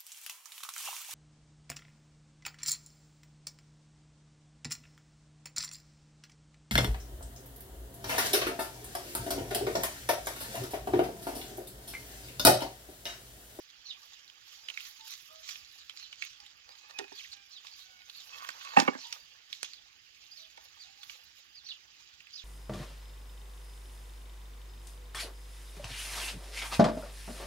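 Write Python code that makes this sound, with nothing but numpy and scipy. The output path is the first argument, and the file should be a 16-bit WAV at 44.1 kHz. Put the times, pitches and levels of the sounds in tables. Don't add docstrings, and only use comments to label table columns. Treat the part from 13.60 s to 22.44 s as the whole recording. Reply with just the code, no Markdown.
import sys
import numpy as np
from scipy import signal
from scipy.fft import rfft, irfft, next_fast_len
from scipy.io import wavfile
from scipy.ndimage import uniform_filter1d

SR = 44100
rng = np.random.default_rng(int(sys.argv[2]) if len(sys.argv) > 2 else 0)


def wav_out(sig):
    wavfile.write(sys.argv[1], SR, np.round(np.clip(np.atleast_2d(sig).T, -1, 1) * 32767).astype(np.int16))


N = 389844

# f/Hz, bandwidth/Hz, level/dB
BOARD_MODES = [(172, 45, -9), (251.4, 36, 1), (351, 46, -9), (385, 26, -9.5), (491, 60, -9), (618, 78, -7),
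               (665.4, 13, -6.5), (807, 70, -1), (941, 21, -6.5), (1025, 78, -8.5), (1205, 45, -7),
               (1446, 68, -6), (1790, 90, -5), (2060, 60, -6), (2240, 48, -5), (2680, 80, 1)]
# f/Hz, bandwidth/Hz, level/dB
EDGE_MODES = [(1120, 70, 0), (1540, 90, -6), (1830, 90, -7), (2200, 120, -9), (2600, 110, -4),
              (3250, 140, -5)]


def amp(db):
    return 10 ** (np.asarray(db) / 20)


def unit(x):
    return x / np.sqrt(np.mean(x ** 2) + 1e-20)


def peaked(x):
    return x / np.max(np.abs(x))


def along(points, hz):
    f, v = np.transpose(points)
    return np.interp(np.log(hz + 1), np.log(f + 1), v)


def filtered(x, response):
    m = next_fast_len(N + SR // 2)
    return irfft(rfft(x, m) * response(np.fft.rfftfreq(m, 1 / SR)), m)[..., :N]


def band(hz, lo_hz, hi_hz):
    high_pass = 1j * hz / (lo_hz + 1j * hz)
    low_pass = hi_hz / (hi_hz + 1j * hz)
    return (high_pass * low_pass) ** 2


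def wood(modes, hz):
    response = 0
    for k, (center_hz, width_hz, db) in enumerate(modes):
        resonance = 1j * hz * width_hz / (center_hz * center_hz - hz * hz + 1j * hz * width_hz)
        response = response + (-1) ** k * amp(db) * resonance
    return response


def smoothed_noise(shape, first, second):
    return unit(uniform_filter1d(uniform_filter1d(rng.standard_normal(shape), size=first), size=second))


def texture(spectrum, grit_db, patchy_db, flutter_db):
    sizes = amp(grit_db * np.minimum(rng.exponential(size=N), 4))
    spikes = rng.standard_normal(N) * sizes * (rng.random(N) < .02)
    z = signal.stft(rng.standard_normal((2, N)) + spikes, nperseg=512)[2]
    patches = uniform_filter1d(uniform_filter1d(rng.standard_normal(z.shape[1:]), 6, 0), 6, 1)
    flutter = uniform_filter1d(rng.standard_normal(z.shape[2]), size=3)
    gain = amp(patchy_db * unit(patches) + flutter_db * unit(flutter))
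    pair = signal.istft(z * gain, nperseg=512)[1][:, :N]
    return unit(filtered(pair, lambda hz: amp(along(spectrum, hz))))


def notes(rows, bend, rough_hz, second_db, hook_hz=0, lean=.8, flicker_db=0):
    hook_s = .004
    out = np.zeros(N + SR)
    for s, length, from_hz, to_hz, db in rows:
        u = np.arange(round(length * SR)) / (length * SR)
        warble, flicker = smoothed_noise((2, len(u)), 150, 100)
        glide_hz = from_hz + (to_hz - from_hz) * u ** bend - hook_hz * np.exp(-u * length / hook_s)
        phase = 2 * np.pi * np.cumsum(glide_hz + rough_hz * warble) / SR
        swell = np.sqrt(np.sin(np.pi * u ** lean)) * amp(flicker_db * flicker)
        tone = np.sin(phase) + amp(second_db) * np.sin(2 * phase)
        out[round(s * SR):][:len(u)] += amp(db + 5) * swell * tone
    return out[:N]


def swells(peak_s, fade_s, db, skirt_db, still_db):
    rise_share = .7
    skirt_slower = 3.5
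    t = np.arange(0, N, 64) / SR - peak_s[:, None]
    fall_db = 10 * abs(t) / (np.where(t < 0, rise_share, 1) * fade_s[:, None])
    shape = amp(-fall_db) ** 2 + amp(skirt_db - fall_db / skirt_slower) ** 2
    power = amp(db[:, None]) ** 2 * shape
    return np.repeat(np.sqrt(power.sum(0) + amp(still_db) ** 2), 64)[:N]


def boards():
    # t/s, knock peak level/dB, boom level/dB re knock, crack level/dB re knock
    blows = [(3.091, -47.5, -30, 0), (3.297, -51, -28, 6.5), (3.308, -47, -34, 5.5), (3.3885, -29, -10, 3),
             (3.393, -34, -12, -3), (3.401, -40, -12, -14), (3.41, -52, 11, -9), (3.425, -58, 10, -9),
             (3.441, -43, -9, -4), (3.518, -48, 1, -6), (4.047, -47.5, -32, -2.5), (4.822, -42, -31, -3),
             (4.847, -40, -36, 1), (4.889, -30.5, -28, 0), (4.903, -43, -24, 4.5), (5.049, -42, -40, 5),
             (5.164, -27, -6, -13), (5.167, -19, -8, -18), (5.1705, -10, -14, -22), (5.185, -21, -12, -9),
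             (5.189, -17, -7, -13), (5.2, -25, -8, 9.5), (5.218, -29, -2, -6), (5.262, -40, -20, -10),
             (5.2745, -34, -9, -8), (5.278, -19, -7, -28), (5.2815, -23, -5, -28), (5.291, -44, 9, -20),
             (5.34, -42, -24, -7), (5.349, -36, -5, -14), (5.381, -49.5, -14, 3), (6.975, -46, -29, 2.5)]
    # f/Hz, bandwidth/Hz, level/dB
    wedge_modes = [(290, 78, -18), (405, 32, 3), (785, 54, -3), (937, 50, -2), (1430, 73, -11),
                   (1814, 110, -2), (2800, 300, -4), (5500, 900, -4)]
    wedge_gone_s, landing_s = 3.6, 5.15
    lead_s = .004
    pitch_scatter, level_scatter_db = .02, 3
    heavy_db, dulling = -28, .1
    size = 8192
    out = np.zeros((2, N + SR))
    t, hz = np.arange(size) / SR - lead_s, np.fft.rfftfreq(size, 1 / SR)
    for s, db, boom_db, crack_db in [*blows, *rattle(count=16)]:
        is_wedge, standing = s < wedge_gone_s, wedge_gone_s < s < landing_s
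        modes = np.array(wedge_modes if is_wedge else EDGE_MODES if s < landing_s else BOARD_MODES, float)
        modes[:, 0] *= np.exp(rng.normal(0, pitch_scatter, len(modes)))
        modes[:, 2] += rng.normal(0, level_scatter_db, len(modes))
        body = wood(modes, hz) + .2
        grind = amp(-60 * abs(t - .001) / np.where(t > .001, .016, .012))
        rough = rfft(rng.standard_normal((2, size)) * grind)
        impulse = [[1], [0]] * np.exp(-2j * np.pi * hz * (lead_s + .0015))
        push = impulse + .08 * rough
        knock_low_hz = 760 if standing else 520
        knock_top_hz = 2600 * amp(-dulling * max(db - heavy_db, 0))
        boom_low_hz = 300 if is_wedge else 125
        knock = peaked(irfft(push * body * band(hz, knock_low_hz, knock_top_hz) ** 2))
        boom = peaked(irfft(push * body * band(hz, boom_low_hz, 564) ** 3))
        crack = peaked(irfft(rough * band(hz, 3000, 4800) ** 3))
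        blow = knock + amp(boom_db) * boom + amp(crack_db) * crack
        out[:, round((s - lead_s) * SR):][:, :size] += amp(db) * blow
    return out[:, :N]


def rattle(count):
    slam_s, rattle_s = 5.168, .1
    u = (np.arange(count) + rng.random(count)) / count
    return [(slam_s + rattle_s * a, -26 - 16 * a + rng.normal(0, 2), -12, -6) for a in u]


def creaks():
    # t/s, duration/s, start f/Hz, end f/Hz, level/dB before the stutter
    groan_rows = [(4.7, .2, 1125, 1095, -62.5), (4.725, 0.048, 2620, 2570, -53),
                  (4.725, .045, 3280, 3220, -60), (4.82, .018, 1130, 1120, -51),
                  (4.842, .02, 1570, 1524, -52), (5.045, .045, 1160, 1170, -53),
                  (5.33, .018, 1680, 1640, -48), (5.354, .016, 1640, 1600, -52)]
    # peak t/s, time to fade 10 dB/s, level/dB
    judder_rows = [(4.735, .04, -55), (4.81, .04, -55), (4.85, .02, -52), (4.975, .03, -58),
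                   (5.025, .04, -54), (5.075, .04, -53), (5.125, .05, -52)]
    slip_db, slips_per_s = 5, 380
    stutter = smoothed_noise(N, 350, 250)
    stutter_gain = amp(slip_db * (np.clip(stutter, -2, 1) - 1))
    groan = stutter_gain * notes(groan_rows, bend=1, rough_hz=45, second_db=-12)
    slips = rng.standard_normal(N) * (rng.random(N) < slips_per_s / SR)
    judder = unit(filtered(slips, lambda hz: wood(EDGE_MODES, hz)))
    return groan + swells(*np.transpose(judder_rows), skirt_db=-20, still_db=-110) * judder


def snaps():
    # t/s, peak level/dB, f/Hz, edge level/dB re peak
    snap_rows = [(1.0846, -30.5, 2850, -34), (1.0995, -30.5, 2820, -18.5), (1.1395, -42, 2850, -13),
                 (1.1732, -29, 2210, -27.5), (1.2044, -35.5, 2870, -13.5), (1.2514, -39.5, 4880, -10),
                 (1.4082, -43, 3690, -17), (1.8897, -28.5, 2980, -16), (1.9083, -34.5, 3260, -9.5),
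                 (1.956, -35, 2870, -32), (2.2954, -32, 3140, -21), (2.372, -35.5, 4790, -30.5),
                 (2.5262, -35, 2880, -33), (2.622, -24.5, 2450, -34.5), (2.6355, -39, 2470, -22.5),
                 (2.6489, -38.5, 2400, -4), (2.8015, -42, 5000, -22), (2.8625, -42, 3500, -16),
                 (3.479, -43, 2400, -30), (3.524, -41, 5700, -25), (3.729, -38, 4300, -25),
                 (4.692, -43, 3300, -28), (4.078, -42, 4150, -30), (5.415, -42, 5600, -25),
                 (5.469, -43, 5900, -22), (4.069, -36.5, 4060, -26), (4.4971, -37, 4030, -22),
                 (5.5254, -26, 5280, -21), (5.9274, -27, 3730, -24.5), (6.0449, -33, 3380, -23.5),
                 (6.133, -38, 4470, -23.5), (7.4315, -37, 3780, -26), (7.4966, -34.5, 2690, -19),
                 (8.0873, -40, 4200, -20.5), (8.6035, -41, 2445, -28), (8.669, -41, 2430, -25)]
    size = 2048
    out = np.zeros((2, N + SR))
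    t, hz = np.arange(size) / SR, np.fft.rfftfreq(size, 1 / SR)
    decay = amp(-60 * t / .009) + .09 * amp(-60 * t / .063)
    onset = 1 - np.exp(-t / .002)
    for s, db, pitch_hz, edge_db in [*snap_rows, *grit(count=14)]:
        burst = rfft(rng.standard_normal((2, size)) * decay * onset)
        width_hz = pitch_hz / 5
        ring = 1j * hz * width_hz / (pitch_hz ** 2 - hz ** 2 + 1j * hz * width_hz)
        click = peaked(irfft(burst * (ring + .2) * band(hz, 1300, 5100) ** 2))
        edge = peaked(irfft(burst * band(hz, 9530, 18000) ** 2))
        out[:, round(s * SR):][:, :size] += amp(db) * (click + amp(edge_db) * edge)
    return out[:, :N]


def grit(count):
    return [(N / SR * rng.random(), -47 + rng.normal(0, 2), 3300 * np.exp(rng.normal(0, .25)), -20)
            for _ in range(count)]


def scuffs():
    # t/s, duration/s, start f/Hz, end f/Hz, relative level/dB
    scuff_rows = [(3.575, .045, 3600, 3020, -51.5), (3.635, 0.027, 3210, 2610, -54),
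                  (3.715, .028, 4620, 4050, -52)]
    return notes(scuff_rows, bend=1, rough_hz=500, second_db=-22)


def tap():
    # f/Hz, level/dB
    tap_spectrum = [(25, -5), (120, 4), (600, -1), (2400, 3), (6000, 5), (9000, 0), (16000, -19.5)]
    t = np.arange(N) / SR - 6.031
    chatter = .14 * rng.standard_normal((2, N)) * amp(-60 * np.abs(t) / np.where(t > 0, .016, .006))
    spike = [[-1], [0]] * (abs(t) <= .5 / SR)
    return amp(-15.5) * peaked(filtered(spike + chatter, lambda hz: amp(along(tap_spectrum, hz))))


def rustle():
    # peak t/s, time to fade 10 dB/s, crush level/dB, swish level/dB
    stirs = [(0.0, .2, -62, -75), (0.29, .08, -58, -80), (0.42, .08, -58, -71), (0.53, .07, -57, -70),
             (0.93, .12, -55, -67.5), (1.1, .06, -57, -76), (1.2, .07, -50, -62), (1.26, .07, -51, -56),
             (1.51, .08, -48, -55), (1.895, .06, -45, -58), (2.16, .15, -59, -73), (2.39, .12, -56, -71),
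             (2.64, .08, -50.5, -74), (2.86, .05, -59.5, -78), (3.12, .05, -61, -83), (3.19, .06, -60, -76),
             (3.3, .04, -58, -72), (3.4, .1, -60.5, -74), (3.6, .07, -50.5, -66), (3.73, .04, -55, -80),
             (3.93, .06, -59, -78), (4.07, .07, -55.5, -79.5), (4.19, .07, -55, -68),
             (4.6, .16, -55.5, -66), (4.78, .08, -53, -64), (4.89, .08, -51, -64), (5.03, .08, -50, -64.5),
             (5.195, .035, -39, -54), (5.43, .12, -52.5, -74), (5.53, .06, -55.5, -64),
             (5.94, .05, -56.5, -71), (6.05, .05, -49, -68), (6.64, .15, -62, -76), (6.78, .12, -59, -72),
             (7.05, .1, -60, -73), (7.22, .1, -57, -79), (7.43, .06, -58, -70), (7.51, .06, -53, -61),
             (7.78, .08, -60, -74.5), (8.11, .1, -61, -81), (8.42, .15, -61, -80), (8.78, .15, -59, -78)]
    # peak t/s, time to fade 10 dB/s, level/dB
    scrape_rows = [(.4, .9, -74), (1.1, .05, -64), (1.9, .08, -70), (3.11, .05, -63), (3.3, .04, -61),
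                   (3.39, .08, -65), (4.07, .04, -70), (4.76, .1, -61), (4.97, .1, -64), (5.16, .07, -53),
                   (5.3, .1, -58), (5.54, .05, -63), (7.06, .1, -69.5), (7.51, .1, -70), (8.1, .05, -74)]
    # f/Hz, level/dB per Hz
    crush_spectrum = [(530, -51), (900, -27.5), (1150, -5.5), (1400, -9), (2270, -5), (2470, 0), (3970, 4),
                      (6940, -1), (9000, -27), (11700, -51), (19800, -120)]
    swish_spectrum = [(7000, -32.5), (8000, -13.5), (9000, -13), (10500, 0.5), (12000, 3.5), (15000, 0.5),
                      (17000, -12)]
    s, fade, crush_db, swish_db = np.transpose(stirs)
    slips = texture([(20, 0), (16000, 0)], grit_db=6, patchy_db=3, flutter_db=3)
    scrape = unit(filtered(slips, lambda hz: (wood(BOARD_MODES, hz) + .3) * band(hz, 650, 1700) ** 2))
    crush = texture(crush_spectrum, grit_db=5, patchy_db=2.5, flutter_db=1.5)
    swish = texture(swish_spectrum, grit_db=3, patchy_db=1.5, flutter_db=3.2)
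    crush_gain = swells(s, fade, crush_db, skirt_db=-9.5, still_db=-68)
    swish_gain = swells(s, fade, swish_db, skirt_db=-12.5, still_db=-85)
    scrape_gain = swells(*np.transpose(scrape_rows), skirt_db=-10, still_db=-78)
    return crush_gain * crush + swish_gain * swish + scrape_gain * scrape


def sparrows():
    chirps = [(.282, -47, -13), (2.423, -52, -5), (3.95, -53.5, -2), (5.424, -49, -1), (6.797, -52, -8),
              (8.084, -46, -11), (8.768, -52, -6)]
    # t/s re main stroke, duration/s, start f/Hz, end f/Hz, level/dB re main stroke
    strokes = [(-.03, .05, 6500, 5700, -14), (-.028, .024, 4500, 4250, -5), (0, .045, 4550, 2900, 0),
               (.004, .04, 5000, 4500, -8), (.03, .04, 3600, 2800, -8)]
    # t/s re main stroke, duration/s, start f/Hz, end f/Hz
    pickup = (-.04, .016, 5600, 5500)
    rows = []
    for s, db, pickup_db in chirps:
        for late, length, from_hz, to_hz, rel_db in [(*pickup, pickup_db), *strokes]:
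            rows.append((s + late, length, from_hz, to_hz, db + rel_db))
    return notes(rows, bend=1, rough_hz=210, second_db=-40, hook_hz=500, lean=.7, flicker_db=4)


def chicks():
    # t/s, duration/s, start f/Hz, end f/Hz, relative level/dB
    peeps = [(1.02, .09, 5000, 4900, -60), (1.46, .03, 4820, 4800, -57), (2.06, .1, 4900, 4900, -66),
             (3.09, .05, 4800, 5000, -60), (3.54, .07, 4880, 3300, -57), (4.12, .05, 4770, 4800, -56),
             (4.55, .09, 4770, 2900, -54), (5.09, .06, 4880, 3300, -53.5), (5.59, .09, 4780, 4750, -62),
             (6.11, .09, 4940, 2900, -58.5), (6.712, .035, 4900, 4900, -51), (7.195, .065, 4950, 3100, -54),
             (7.948, .072, 5100, 3100, -53), (8.73, .06, 4950, 4850, -51)]
    return notes(peeps, bend=1.3, rough_hz=45, second_db=-36.5, hook_hz=600, lean=.3, flicker_db=3.5)


def hens():
    # t/s, duration/s, start f/Hz, end f/Hz, relative level/dB
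    coos = [(1.38, 0.1, 883, 892, -70), (1.68, 0.041, 1222, 1252, -60), (1.69, 0.14, 630, 640, -69.5),
            (2.78, 0.071, 835, 828, -74), (4.3, 0.03, 566, 570, -77), (5.43, 0.058, 923, 962, -61),
            (5.56, 0.042, 604, 600, -77), (6.77, 0.11, 643, 632, -78.5), (7.24, 0.075, 738, 805, -70),
            (7.38, 0.04, 788, 836, -71.5)]
    return notes(coos, bend=.97, rough_hz=22, second_db=-9, flicker_db=2.5)


def cock():
    # t/s, duration/s, relative level/dB of partials 1, 2 and 3
    crow = [(3.2, .13, -73, -67, -55), (3.335, .07, -73, -61, -48), (3.38, .11, -75, -66, -56),
            (3.48, .15, -79, -61, -66), (3.63, .3, -75, -65, -65), (4.12, .4, -74, -65, -67)]
    start_hz, sag_hz_per_s = 855, 95
    out = np.zeros(N)
    for s, length, *levels in crow:
        t = np.arange(round(length * SR)) / SR
        chance = smoothed_noise((4, len(t)), 700, 400)
        pitch_hz = start_hz - sag_hz_per_s * (s + t - crow[0][0])
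        phase = 2 * np.pi * np.cumsum(pitch_hz + 5 * chance[3]) / SR
        flicker = amp(2.5 * chance)
        voice = sum(amp(db) * flicker[k] * np.sin((k + 1) * phase) for k, db in enumerate(levels))
        out[round(s * SR):][:len(t)] += voice * np.sin(np.pi * t / length)
    return out


def trees():
    # f/Hz, level/dB per Hz
    air = [(12, -37), (20, -13.5), (63, -0.5), (193, -13), (357, -12.5), (542, -25.5), (1000, -27),
           (1290, -14.5), (1400, -7), (2600, 0), (3160, 0.5), (3840, -8), (6540, -14), (8650, -39.5),
           (16000, -21)]
    hiss = texture(air, grit_db=0, patchy_db=2.73, flutter_db=.5)
    insects = unit(filtered(rng.standard_normal((2, N)), lambda hz: 1 / (1 + ((hz - 4870) / 110) ** 4)))
    return amp(-65.5) * hiss + amp(-72) * insects


def yard(x):
    # f/Hz, t60/s
    t60 = [(150, 0.14), (1000, 0.21), (5000, 0.12), (12000, 0.094)]
    hz, t, z = signal.stft(rng.standard_normal((2, SR // 2)), SR, nperseg=256)
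    tail = signal.istft(z * amp(-60 * t / along(t60, hz)[:, None]), SR, nperseg=256)[1]
    return signal.fftconvolve(x[None], tail / np.linalg.norm(tail[0]), axes=1)[:, :N]


def ports(pair, likeness):
    # f/Hz, level/dB
    weak = [(60, -12.5), (130, -11.5), (290, -7), (640, -4), (1410, -8.5), (3100, -9.5), (6820, -7),
            (15000, -8)]
    # f/Hz, angle/rad
    turn = [(30, 1.4), (130, 1.85), (300, 2.22), (650, 2.15), (1300, 2.2), (2900, 1.8), (6000, 1.9),
            (9000, 1.6)]

    def shares(hz):
        left = amp(along(weak, hz)) * np.exp(1j * along(turn, hz))
        alike = np.clip(along(likeness, hz), 0, 1)
        mean = np.sqrt(1 + abs(left) ** 2 + 2 * alike * left.real) / 2
        return np.array([left * alike, left * np.sqrt(1 - alike ** 2), hz * 0 + 1]) / mean

    shared, own, right = filtered(pair[[0, 1, 0]], shares)
    return np.array([shared + own, right])


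def scene():
    # f/Hz, coherence
    direct = [(60, .7), (130, 0.95), (900, 0.92), (2000, 0.95), (5000, 0.93), (12000, 0.58)]
    diffuse = [(60, 0.37), (300, 0.27), (900, .8), (2000, 0.42), (5000, 0.25), (12000, 0.28)]
    hits = boards() + creaks() + snaps() + scuffs() + tap()
    fowl = sparrows() + chicks() + hens() + cock()
    echo = yard(amp(-14) * hits[0] + amp(-5) * fowl)
    near = hits + amp(-6.5) * fowl
    return ports(near, direct) + ports(echo + rustle() + trees(), diffuse)


def record(dry):
    return filtered(dry, lambda hz: hz < 15900)


dry = scene()
out = record(dry)
wav_out(out)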